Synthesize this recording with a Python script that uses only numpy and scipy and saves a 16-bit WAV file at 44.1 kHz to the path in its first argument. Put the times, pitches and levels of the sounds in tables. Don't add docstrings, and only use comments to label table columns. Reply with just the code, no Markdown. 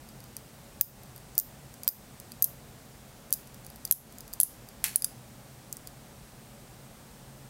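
import sys
import numpy as np
from scipy import signal
from scipy.fft import rfft, irfft, next_fast_len
from scipy.io import wavfile
from scipy.ndimage import uniform_filter1d

SR = 44100
rng = np.random.default_rng(int(sys.argv[2]) if len(sys.argv) > 2 else 0)


def to_wav(s):
    ch = np.atleast_2d(s).T
    pcm = np.round(np.clip(ch, -1, 1) * 32767)
    wavfile.write(sys.argv[1], SR, pcm.astype(np.int16))


N = 330614

# pitch_hz, relative_level_db
CONTACT_SPECTRUM = [(200, -71), (1500, -33), (3400, -10.5), (4700, -6), (6300, 0.5), (8600, 0.5),
                    (10500, 3.5), (12000, 4), (14400, 3), (17000, 2.5)]
# nominal pitch_hz, relative_level_db, t60_s
CLUSTER_MODES = [(3630, -43, 0.018), (4664, -35, 0.02), (4820, -29.5, 0.013), (5200, -41, 0.0071),
                 (5760, -36.5, 0.013)]
# start_s, rattle_energy_db
CLACK_EVENT = (4.8415, 2.6)
# pitch_hz, level_db, t60_s
CLACK_RESONANCES = [(2120, -26, 0.0069), (866, -46.5, 0.19), (1545, -50, .2), (1720, -41, 0.15),
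                    (2075, -45, 0.17), (2580, -47, 0.17), (4400, -48, 0.44), (6200, -48, .22),
                    (7176, -51, 0.22), (8100, -44, 0.14)]
# pitch_hz, relative_level_db
CLACK_SPECTRUM = [(300, -27), (800, -5), (1200, -6), (2100, 5), (3400, -0.5), (4500, -0.5), (7000, -0.5),
                  (11500, 3), (16000, -3.5)]
# pitch_hz, t60_s
ROOM_DECAY = [(500, 0.37), (5000, 0.35), (10000, 0.26), (16000, 0.21)]
# pitch_hz, relative_level_db
ROOM_SPECTRUM = [(500, 8), (5000, -1), (8500, -5), (10600, -2.5), (12000, -3), (14500, 3.5), (16000, 2.5)]
# pitch_hz, relative_level_db
AIR_SPECTRUM = [(15, -65), (25, -10), (48, -3.5), (93, -8.5), (129, -1.5), (169, -8.5), (215, -4.5),
                (289, -13.5), (614, -14.5), (762, -14), (970, -18.5), (2850, -25.5), (6380, -26.5),
                (8350, -27), (15500, -30)]
AIR_LEVEL_DB = -51
# pitch_hz, single_resonance_width_hz, level_db
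HUM_LINES = [(121.9, 1.6, -65.5), (136, 2.7, -60), (233, 110, -66), (562.6, 22, -70.5), (14500, 100, -78),
             (14780, 70, -99)]
# time_s, level_db
HISS_CURVE = [(0, -70.5), (2.3, -68), (2.7, -73), (5, -71), (5.4, -70), (7.5, -68.5)]
# start_s, energy_db, ring_strength_db, cluster_ring_db, bounces (count), bounce_gap_s
SNAP_EVENTS = [(0.8114, 14.5, 14.5, 0, 0, 0), (1.38, 11.5, 16, 0, 2, 0.0096),
               (1.8785, 12, 18.5, 4.5, 1, 0.0101), (2.424, 10.5, 19, -12, 1, 0.0027),
               (2.4425, 7, 17, -1.5, 1, 0.0017), (3.327, 9, 14, 0, 0, 0), (3.3365, 1.5, 4, -6, 1, 0.0037),
               (3.9118, 16.5, 20, -8, 1, 0.0121), (4.4018, 14.5, 17, -17, 1, 0.01),
               (4.4327, 12, 29, -14, 0, 0), (4.8415, 3.5, 11, -9, 0, 0), (4.959, 12.5, 20, -14, 0, 0),
               (5.022, -2.5, 9.5, 6.5, 0, 0), (5.0447, 6.5, 16.5, 7.5, 0, 0)]
RING_START_HZ, RING_SAG_HZ_PER_S = 14780, 864
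BOUNCE_LOSS_DB, BOUNCE_CLUSTER_LOSS_DB = 5, 4
# start_s, energy_db, ring_pitch_hz, cluster_ring_db
TICK_EVENTS = [(0.367, -10, 10500, 5.5), (1.1621, -21, 12170, 7.5), (1.353, -21, 10120, 1),
               (1.8343, -12.5, 9000, 6.5), (2.2004, -16.5, 5900, 0), (2.3192, -17, 11930, 8),
               (3.3066, -19.5, 10790, 3), (3.6657, -19, 11020, 6), (3.702, -22.5, 12460, 7),
               (3.8517, -4, 12500, 0.5), (4.1848, -18, 8040, -2), (4.2067, -18, 11610, 6),
               (4.3303, -19, 11430, 12), (4.3363, -7.5, 9900, 0), (4.688, -20.5, 11090, 6),
               (5.7273, -8, 8800, -11), (5.7692, -16, 6900, 1), (5.873, -14.5, 11130, 9)]
TICK_RING_DB = 6
# start_s, end_s
FEED_SPANS = [(0.05, 0.25), (1.0, 1.21), (1.7, 1.9), (3.45, 3.9), (4.1, 4.33)]
LINKS_PER_S, LINK_DB, LINK_SCATTER_DB, LINK_HZ, LINK_CLUSTER_DB = 11, -24.5, 1.5, 11400, 9
EDGE_HZ = 15900


def amp(db):
    return 10 ** (np.asarray(db) / 20)


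def unit(x):
    return x / np.sqrt(np.sum(x ** 2) + 1e-20)


def read(points, hz):
    pitch_hz, value = np.transpose(points)
    return np.interp(np.log(hz + 1), np.log(pitch_hz + 1), value)


def add(mix, start_s, sound):
    part = mix[round(start_s * SR):][:len(sound)]
    part += sound[:len(part)]


def bell(hz, centre_hz, width_hz):
    return 1 / np.sqrt(1 + (2 * (hz - centre_hz) / width_hz) ** 2)


def causal(gain):
    both_sides = np.r_[gain, gain[-2:0:-1]]
    log_gain = np.log(np.maximum(both_sides, 1e-5))
    spectrum = np.exp(np.conj(signal.hilbert(log_gain)))
    return irfft(spectrum[:len(gain)])


def high_pass(x, low_hz):
    return signal.sosfilt(signal.butter(2, low_hz, "high", fs=SR, output="sos"), x)


def background():
    hz = np.fft.rfftfreq(N, 1 / SR)
    power = (amp(AIR_LEVEL_DB) * unit(amp(read(AIR_SPECTRUM, hz)))) ** 2
    for pitch_hz, width_hz, level_db in HUM_LINES:
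        line = unit(bell(hz, pitch_hz, width_hz) ** 2)
        power = power + (amp(level_db) * line) ** 2
    return irfft(rfft(rng.standard_normal(N)) * np.sqrt(power * N / 2), N)


def hiss(centre_hz=8400, width_hz=1500):
    band_gain = bell(np.fft.rfftfreq(N, 1 / SR), centre_hz, width_hz) ** 3
    band = irfft(rfft(rng.standard_normal(N)) * band_gain, N)
    level_db = np.interp(np.arange(N) / SR, *np.transpose(HISS_CURVE))
    return amp(level_db) * band / band.std()


def links(count=12):
    for start_s, end_s in FEED_SPANS:
        times_s = start_s + (np.arange(count) + rng.random(count)) / LINKS_PER_S
        levels_db = LINK_DB + LINK_SCATTER_DB * rng.standard_normal(count)
        for time_s, energy_db in zip(times_s[times_s < end_s], levels_db):
            yield time_s, energy_db, LINK_HZ, TICK_RING_DB, LINK_CLUSTER_DB


def click(energy_db, ring_hz, ring_db, cluster_db, width_hz=1600, spread_hz=2100,
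          chatter=0.59, chatter_s=0.00052, settle=0.12, settle_s=0.0031, size=1024):
    t, hz = np.arange(size) / SR, np.fft.rfftfreq(size, 1 / SR)
    decay = chatter * np.exp(-t / chatter_s) + settle * np.exp(-t / settle_s)
    shock = rng.standard_normal(size) * decay
    shock[0] = 2
    steel = amp(read(CONTACT_SPECTRUM, hz))
    steel = steel / np.linalg.norm(causal(steel))
    grip = rng.uniform(.975, 1.025)
    cluster = np.zeros(size)
    for pitch_hz, level_db, t60_s in CLUSTER_MODES:
        envelope = amp(level_db + cluster_db - 60 * t / t60_s)
        cluster = cluster + envelope * np.sin(2 * np.pi * pitch_hz * grip * t)

    def response(ring_width_hz):
        ring = 1 + (amp(ring_db) - 1) * bell(hz, ring_hz, ring_width_hz) ** 1.12
        return causal(steel * ring) + cluster

    head_on = unit(signal.fftconvolve(shock, response(width_hz)))
    all_round = unit(response(spread_hz))
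    return amp(energy_db) * head_on, amp(energy_db) * all_round


def room(direct, spread, table_s=0.001226, table_db=-11, near_s=0.0044, near_db=-26,
         wet_db=-14, early_db=-19, early_s=0.013, gap_s=0.0041):
    t = np.arange(SR // 2) / SR
    hz, frame_s, frames = signal.stft(rng.standard_normal(len(t)), SR, nperseg=256)
    colour_db = read(ROOM_SPECTRUM, hz)[:, None]
    decay_db = 60 * frame_s / read(ROOM_DECAY, hz)[:, None]
    tail = signal.istft(frames * amp(colour_db - decay_db), SR, nperseg=256)[1][:len(t)]
    arrive = np.clip(t / gap_s, 0, 1) ** 2
    early = rng.standard_normal(len(t)) * np.exp(-t / early_s)
    echo = amp(wet_db) * unit(tail * arrive) + amp(early_db) * unit(early * arrive)
    mix = direct + signal.fftconvolve(spread, echo)[:N]
    add(mix, table_s, amp(table_db) * direct)
    add(mix, near_s, amp(near_db) * direct)
    return mix


def radiate(x):
    return high_pass(x, 1100)


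def ticks():
    for start_s, energy_db, ring_hz, cluster_db in TICK_EVENTS:
        yield start_s, energy_db, ring_hz, TICK_RING_DB, cluster_db


def snaps():
    for start_s, energy_db, ring_db, cluster_db, bounces, gap_s in SNAP_EVENTS:
        ring_hz = RING_START_HZ - RING_SAG_HZ_PER_S * start_s
        for k in range(round(bounces) + 1):
            contact_db = energy_db - k * BOUNCE_LOSS_DB
            stirred_db = cluster_db - k * BOUNCE_CLUSTER_LOSS_DB
            yield start_s + k * gap_s, contact_db, ring_hz, ring_db, stirred_db


def tock(energy_db, hard_db=16, steepness=7.7, tock_db=-9, tock_hz=2400, t60_s=0.00088, size=256):
    t = np.arange(size) / SR
    level_db = tock_db + steepness * min(energy_db - hard_db, 0)
    return amp(level_db - 60 * t / t60_s) * np.cos(2 * np.pi * tock_hz * t)


def clack(energy_db, fast_s=0.0078, slow_s=0.052, slow_share=0.49, grain_db=3, size=16384):
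    t, hz = np.arange(size) / SR, np.fft.rfftfreq(size, 1 / SR)
    grains = uniform_filter1d(rng.standard_normal(size), size=40)
    shocks = rng.standard_normal(size) * amp(grain_db * grains / grains.std())
    shocks = shocks * (np.exp(-t / fast_s) + slow_share * np.exp(-t / slow_s))
    rattle = signal.fftconvolve(shocks, causal(amp(read(CLACK_SPECTRUM, hz))))[:size]
    modes = np.zeros(size)
    for pitch_hz, level_db, t60_s in CLACK_RESONANCES:
        modes = modes + amp(level_db - 60 * t / t60_s) * np.sin(2 * np.pi * pitch_hz * t)
    return amp(energy_db) * unit(rattle) + modes


def scene():
    mix = background() + hiss()
    clack_s, clack_db = CLACK_EVENT
    add(mix, clack_s, clack(clack_db))
    direct, spread = np.zeros((2, N))
    for start_s, energy_db, *ring in [*snaps(), *ticks(), *links()]:
        head_on, all_round = click(energy_db, *ring)
        add(direct, start_s, head_on)
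        add(direct, start_s, tock(energy_db))
        add(spread, start_s, all_round)
    return (mix + radiate(room(direct, spread)))[None]


def record(dry, overload=3.0, crack_share=0.9, crack_hz=1800, limit_db=-1, recover_db_per_s=52,
           attack_s=0.00095, ceiling=0.63):
    excess = np.maximum(dry[0] - overload, 0)
    heard = dry[0] - crack_share * high_pass(excess, crack_hz)
    envelope = abs(signal.hilbert(heard, next_fast_len(N))[:N])
    over_db = np.maximum(20 * np.log10(envelope + 1e-9) - limit_db, 0)
    fall_db = np.arange(N) / SR * recover_db_per_s
    held_db = np.maximum.accumulate(over_db + fall_db) - fall_db
    lag = np.exp(-1 / (attack_s * SR))
    ducked = heard / amp(signal.lfilter([1 - lag], [1, -lag], held_db))
    doubled = signal.resample_poly(ducked, 2, 1)
    rounded = signal.resample_poly(ceiling * np.tanh(doubled / ceiling), 1, 2)
    low_pass = signal.firwin(255, EDGE_HZ, window=("kaiser", 8), fs=SR)
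    return signal.oaconvolve(rounded, low_pass, "same")[None]


dry = scene()
out = record(dry)
to_wav(out)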